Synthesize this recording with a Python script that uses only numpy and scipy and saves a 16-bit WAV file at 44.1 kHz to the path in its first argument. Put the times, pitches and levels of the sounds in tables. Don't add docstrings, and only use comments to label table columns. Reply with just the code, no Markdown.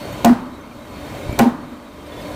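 import sys
import numpy as np
from scipy import signal
from scipy.io import wavfile
from scipy.ndimage import uniform_filter1d, minimum_filter1d

SR = 44100
rng = np.random.default_rng(int(sys.argv[2]) if len(sys.argv) > 2 else 0)


def convert_level_to_amplitude(level_db):
    exponent = np.asarray(level_db, float) / 20
    return 10 ** exponent


def to_wav(s):
    ch = np.atleast_2d(s).T
    pcm = np.round(np.clip(ch, -1, 1) * 32767)
    wavfile.write(sys.argv[1], SR, pcm.astype(np.int16))


N = 103635

# (per Hz, relative)
MACHINE_NOISE = [(15, -43), (25, -18.5), (58, 0), (192, -4), (259, -4), (296, -8), (433, -7), (568, -7),
                 (1280, -18), (2150, -18.5), (4480, -29.5), (4860, -28.5), (13600, -36.5), (15200, -33),
                 (16500, -66)]
# pitch_hz, width_hz, level_db
MACHINE_TONES = [(295.3, 13.4, -37.5), (587.6, 34, -38.5), (985, 90, -44), (1460, 41, -54), (1844, 23, -60),
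                 (2155, 25, -52), (2370, 11, -57), (3178, 51, -54), (3637, 29, -54.5), (3898, 12, -55),
                 (4350, 11, -54.5), (4444, 10, -58), (5550, 16, -68), (6060, 30, -67.5), (8100, 33, -74),
                 (8600, 69, -64)]
# time_s, level_db
BACKGROUND_LEVEL = [(0, 1), (.5, 1.5), (0.952, 0.5), (1.25, -0.5), (1.7, 1), (2.05, -1), (2.35, 0.5)]
MACHINE_NOISE_DB, PATCHY_DB, WAVER_DB = -32.5, 1.5, 1.0
HISS_TOP_HZ = 15900

# middle_s, length_s, level_db, pitch_hz, waver_rad (phase)
SQUEAKS = [(0.134, 0.015, -43.5, 6800, 2.5), (0.13, 0.01, -42, 13600, 2.5), (0.615, .014, -41, 6170, .4),
           (0.722, 0.019, -37, 2350, .4), (1.324, .11, -39.5, 2300, 0.33),
           (1.327, 0.0075, -39.5, 7100, 2.5), (1.33, 0.011, -43, 13000, 2.5), (2.068, .015, -47, 5000, .4),
           (2.07, 0.02, -47, 8600, .4), (2.128, 0.022, -37, 3470, .4), (2.192, 0.07, -41, 3470, 0.35),
           (2.22, 0.023, -47, 5000, .4), (2.213, .02, -49, 8600, .4)]

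# middle_s, level_db, pitch_hz
PUFFS = [(1.27, -22, 77), (1.296, -17, 70), (1.313, -27, 71), (1.33, -17, 101)]
PUFF_LUMP, PUFF_LUMP_TOP_HZ = 0.42, 420

# (per Hz, relative)
HALL_COLOUR = [(24, -49), (40, -30), (151, -13), (262, -3), (412, -21), (896, -12.5), (1950, -22),
               (2630, -28.5), (2980, -26.5), (16000, -42)]
# pitch_hz, t60_s
HALL_FADE = [(60, 0.17), (240, 1.0), (1000, 0.81), (4000, 0.44), (15000, 0.38)]
# (per Hz, relative)
FAR_COLOUR = [(88, -63), (150, -20), (236, 0), (299, -28), (326, 10), (425, -44), (493, -23), (1100, 0.5),
              (3000, -39), (3900, -67), (6600, -120)]
HALL_DB, HALL_RISE_S = -14, 0.0023
FAR_DB, FAR_T60_S, ECHO_RISE_S = -29, 2.45, 0.09
BOOM_ECHO_HZ, BOOM_ECHO_WIDTH_HZ, BOOM_ECHO_DB, BOOM_ECHO_T60_S = 244.3, 19.7, -17, 1.48

# start_s, blow_db (on the walls), soft_hz (contact dulls above this),
# boom_db, boom_rise_s, boom_hold_s, boom_hz (where the pitch settles)
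LANDINGS = [(0.2459, 2, 3900, 1.5, 0.012, 0.031, 230.2), (.2970, -9.5, 1110, 3.5, 0.0037, 0.026, 237.4),
            (1.3800, -16, 600, -32, .01, .005, 240), (1.3900, 0.5, 4160, 0, 0.03, 0.013, 233),
            (1.453, -6.5, 785, 1.5, 0.013, 0.015, 236.5)]
BOOM_T60_S, BOOM_START_SHARP, BOOM_SETTLE_S = 0.059, 0.23, 0.0073

# pitch_hz, level_db, t60_s
WALL_MODES = [(135, -12.5, 0.13), (345, -9.5, 0.11), (420, -5, 0.049), (505, -13, .08), (546, -7.5, 0.051),
              (700.3, -2.5, 0.066), (798, -10, 0.16), (923, 0, 0.022), (1075, -7, 0.073), (1272, -20, .08),
              (1477, -9.5, 0.051), (1740, -13.5, 0.028), (1930, -19, 0.068), (2300, -9.5, 0.021),
              (2908, -15.5, 0.038)]
RATTLE_PER_S, RATTLE_DB, RATTLE_T60_S = 900, -9.5, 0.17

# start_s, level_db
CRACKS = [(.2472, 8), (.2475, 4), (.2502, 4), (.2595, -7), (1.3899, 7), (1.3904, 8), (1.3927, 5),
          (1.3934, 0), (1.3990, -9)]
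# pitch_hz, level_db, t60_s
RIM_MODES = [(3470, 0, 0.0016), (5200, 1.5, 0.0016), (6800, 2, 0.0015), (8600, 0, 0.0013),
             (11340, -5.5, 0.0022), (12540, -2.5, 0.0013), (14800, -9, 0.0043)]
CHATTER_PER_S, CHATTER_DB, CHATTER_T60_S = 3300, -46, 0.24

DUCK_FROM_DB, DUCK_MAX_DB, DUCK_ATTACK_S = -12, 10, 0.058
DUCK_HOLD_S, RECOVER_DB_PER_S = 0.33, 24.5
CEILING, LIMIT_SMOOTH_S = 0.7, 0.0012


def rms_one(x):
    return x / np.sqrt(np.mean(x ** 2) + 1e-20)


def at_hz(points, hz):
    table = np.array(points)
    return np.interp(np.log(hz), np.log(table[:, 0]), table[:, 1])


def since(s):
    return np.maximum(np.arange(N) / SR - s, 0)


def drift(rate_hz):
    r = np.exp(-80 * np.pi * rate_hz / SR)
    noise = rng.standard_normal(N // 40 + 2002)
    slow = signal.lfilter([1], [1, -2 * r, r * r], noise)[2000:]
    return np.interp(np.arange(N) / 40, np.arange(len(slow)), rms_one(slow))


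def ring(x, hz, t60):
    r = 10 ** (-3 / (t60 * SR))
    w = 2 * np.pi * hz / SR
    return signal.lfilter([0, np.sin(w)], [1, -2 * r * np.cos(w), r * r], x + 1e-18)


def narrow(hz, width_hz):
    noise = rng.standard_normal(N + 9000)
    return rms_one(ring(noise, hz, 2.2 / width_hz)[9000:])


def bands(spectrum):
    edges = 25 * 2 ** (np.arange(29) / 3)
    centres = np.sqrt(edges[1:] * edges[:-1])
    white = rng.standard_normal((2, N))
    out = []
    for k, hz in enumerate(centres):
        band_pass = signal.butter(2, edges[k:k + 2], "band", fs=SR, output="sos")
        out.append(convert_level_to_amplitude(at_hz(spectrum, hz)) * signal.sosfilt(band_pass, white[k % 2]))
    return centres, np.array(out) / np.std(np.sum(out, axis=0))


def machines():
    together = drift(5)
    centres, noise = bands(MACHINE_NOISE)
    broad = 0
    for hz, band in zip(centres, noise):
        patchy = PATCHY_DB * (together / 2 + drift(6.9)) * np.clip(2500 / hz, 0.3, 1)
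        broad = broad + band * convert_level_to_amplitude(patchy)
    broad = signal.sosfilt(signal.cheby2(12, 40, HISS_TOP_HZ, fs=SR, output="sos"), broad)
    tones = sum(convert_level_to_amplitude(db + WAVER_DB * drift(9.6)) * narrow(hz, width) for hz, width, db in MACHINE_TONES)
    level_db = np.interp(np.arange(N) / SR, *np.transpose(BACKGROUND_LEVEL))
    return convert_level_to_amplitude(level_db) * (convert_level_to_amplitude(MACHINE_NOISE_DB) * broad + tones)


def squeaks():
    t = np.arange(N) / SR
    out = 0
    for middle, length, db, hz, waver in SQUEAKS:
        swell = np.cos(np.pi * np.clip((t - middle) / length, -0.5, 0.5))
        out = out + convert_level_to_amplitude(db) * swell * np.sin(2 * np.pi * hz * t + waver * drift(120))
    return out


def puffs():
    low_pass = signal.butter(2, PUFF_LUMP_TOP_HZ, fs=SR, output="sos")
    lump = PUFF_LUMP * rms_one(signal.sosfilt(low_pass, rng.standard_normal(N)))
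    out = 0
    for middle, db, hz in PUFFS:
        cycle = since(middle - 0.5 / hz) * hz
        swell = (cycle < 1) * np.sin(np.pi * cycle)
        out = out + convert_level_to_amplitude(db) * swell * (lump - np.sin(2 * np.pi * cycle))
    return out


def dying(t60, rise, hz):
    energy = 0
    for s, db, soft_hz, *_ in LANDINGS:
        t = since(s)
        level = convert_level_to_amplitude(db - 60 * t / t60) * (1 - np.exp(-t / rise))
        energy = energy + level ** 2 / (1 + (hz / soft_hz) ** 2 / 4)
    return np.sqrt(energy)


def hall():
    wash = 0
    for hz, band in zip(*bands(HALL_COLOUR)):
        wash = wash + band * dying(at_hz(HALL_FADE, hz), HALL_RISE_S, min(hz, 3000))
    far = bands(FAR_COLOUR)[1].sum(axis=0) * dying(FAR_T60_S, ECHO_RISE_S, BOOM_ECHO_HZ)
    echo = narrow(BOOM_ECHO_HZ, BOOM_ECHO_WIDTH_HZ) * dying(BOOM_ECHO_T60_S, ECHO_RISE_S, BOOM_ECHO_HZ)
    return convert_level_to_amplitude(FAR_DB) * far + convert_level_to_amplitude(HALL_DB) * wash + convert_level_to_amplitude(BOOM_ECHO_DB) * echo


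def boom():
    out = 0
    for s, _, _, db, rise, hold, hz in LANDINGS:
        t = since(s)
        extra_s = BOOM_START_SHARP * BOOM_SETTLE_S * (1 - np.exp(-t / BOOM_SETTLE_S))
        cycles = hz * (t + extra_s)
        swell = np.sin(np.pi / 2 * np.minimum(t / rise, 1)) ** 2
        fade_db = 60 * np.maximum(t - rise - hold, 0) / BOOM_T60_S
        out = out + swell * convert_level_to_amplitude(db - fade_db) * np.sin(2 * np.pi * cycles)
    return out


def walls():
    blows = np.zeros((len(LANDINGS), N))
    loose = (rng.random(N) < RATTLE_PER_S / SR) * rng.standard_normal(N)
    for k, (s, db, *_) in enumerate(LANDINGS):
        t = since(s)
        blows[k, int(s * SR)] = convert_level_to_amplitude(db)
        blows[k] += (t > 0) * loose * convert_level_to_amplitude(db + RATTLE_DB - 60 * t / RATTLE_T60_S)
    soft_hz = np.array(LANDINGS)[:, 2]
    out = 0
    for k, (hz, db, t60) in enumerate(WALL_MODES):
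        chance = convert_level_to_amplitude(rng.normal(0, 2.2, len(blows)))
        strike = chance / (1 + (hz / soft_hz) ** 2) @ blows
        out = out + (-1) ** k * convert_level_to_amplitude(db) * ring(strike, hz, t60)
    return out


def cracks():
    clicks = np.zeros(N)
    grains = (rng.random(N) < CHATTER_PER_S / SR) * rng.standard_normal(N)
    for s, db in CRACKS:
        t = since(s)
        clicks[int(s * SR)] -= convert_level_to_amplitude(db)
        clicks += grains * (t > 0) * convert_level_to_amplitude(db + CHATTER_DB - 60 * t / CHATTER_T60_S)
    out = 0
    for k, (hz, db, t60) in enumerate(RIM_MODES):
        out = out + (-1) ** k * convert_level_to_amplitude(db) * ring(clicks, hz, t60)
    return out


def scene():
    background = machines() + squeaks() + puffs()
    bucket = boom() + walls() + cracks()
    return (background + hall() + bucket)[None]


def top_cut(x):
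    return signal.sosfilt(signal.butter(12, 16670, fs=SR, output="sos"), x)


def record(dry):
    x = dry[0]
    t = np.arange(N) / SR
    power = np.abs(uniform_filter1d(x ** 2, size=441))
    level_db = 10 * np.log10(power + 1e-12)
    cut_db = np.clip(level_db - DUCK_FROM_DB, 0, DUCK_MAX_DB)
    hold = int(DUCK_HOLD_S * SR)
    held = -minimum_filter1d(-np.pad(cut_db, (hold, 0)), size=2 * (hold // 2) + 1)
    cut_db = held[hold - hold // 2:][:N]
    cut_db = np.maximum.accumulate(cut_db + RECOVER_DB_PER_S * t) - RECOVER_DB_PER_S * t
    r = np.exp(-1 / (DUCK_ATTACK_S * SR))
    x = x * convert_level_to_amplitude(-signal.lfilter([1 - r], [1, -r], cut_db))
    span = int(LIMIT_SMOOTH_S * SR) + 1
    needed = np.minimum(1, CEILING / (np.abs(x) + 1e-9))
    gain = uniform_filter1d(minimum_filter1d(needed, size=span), size=span)
    return top_cut((x * gain)[None])


dry = scene()
out = record(dry)
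to_wav(out)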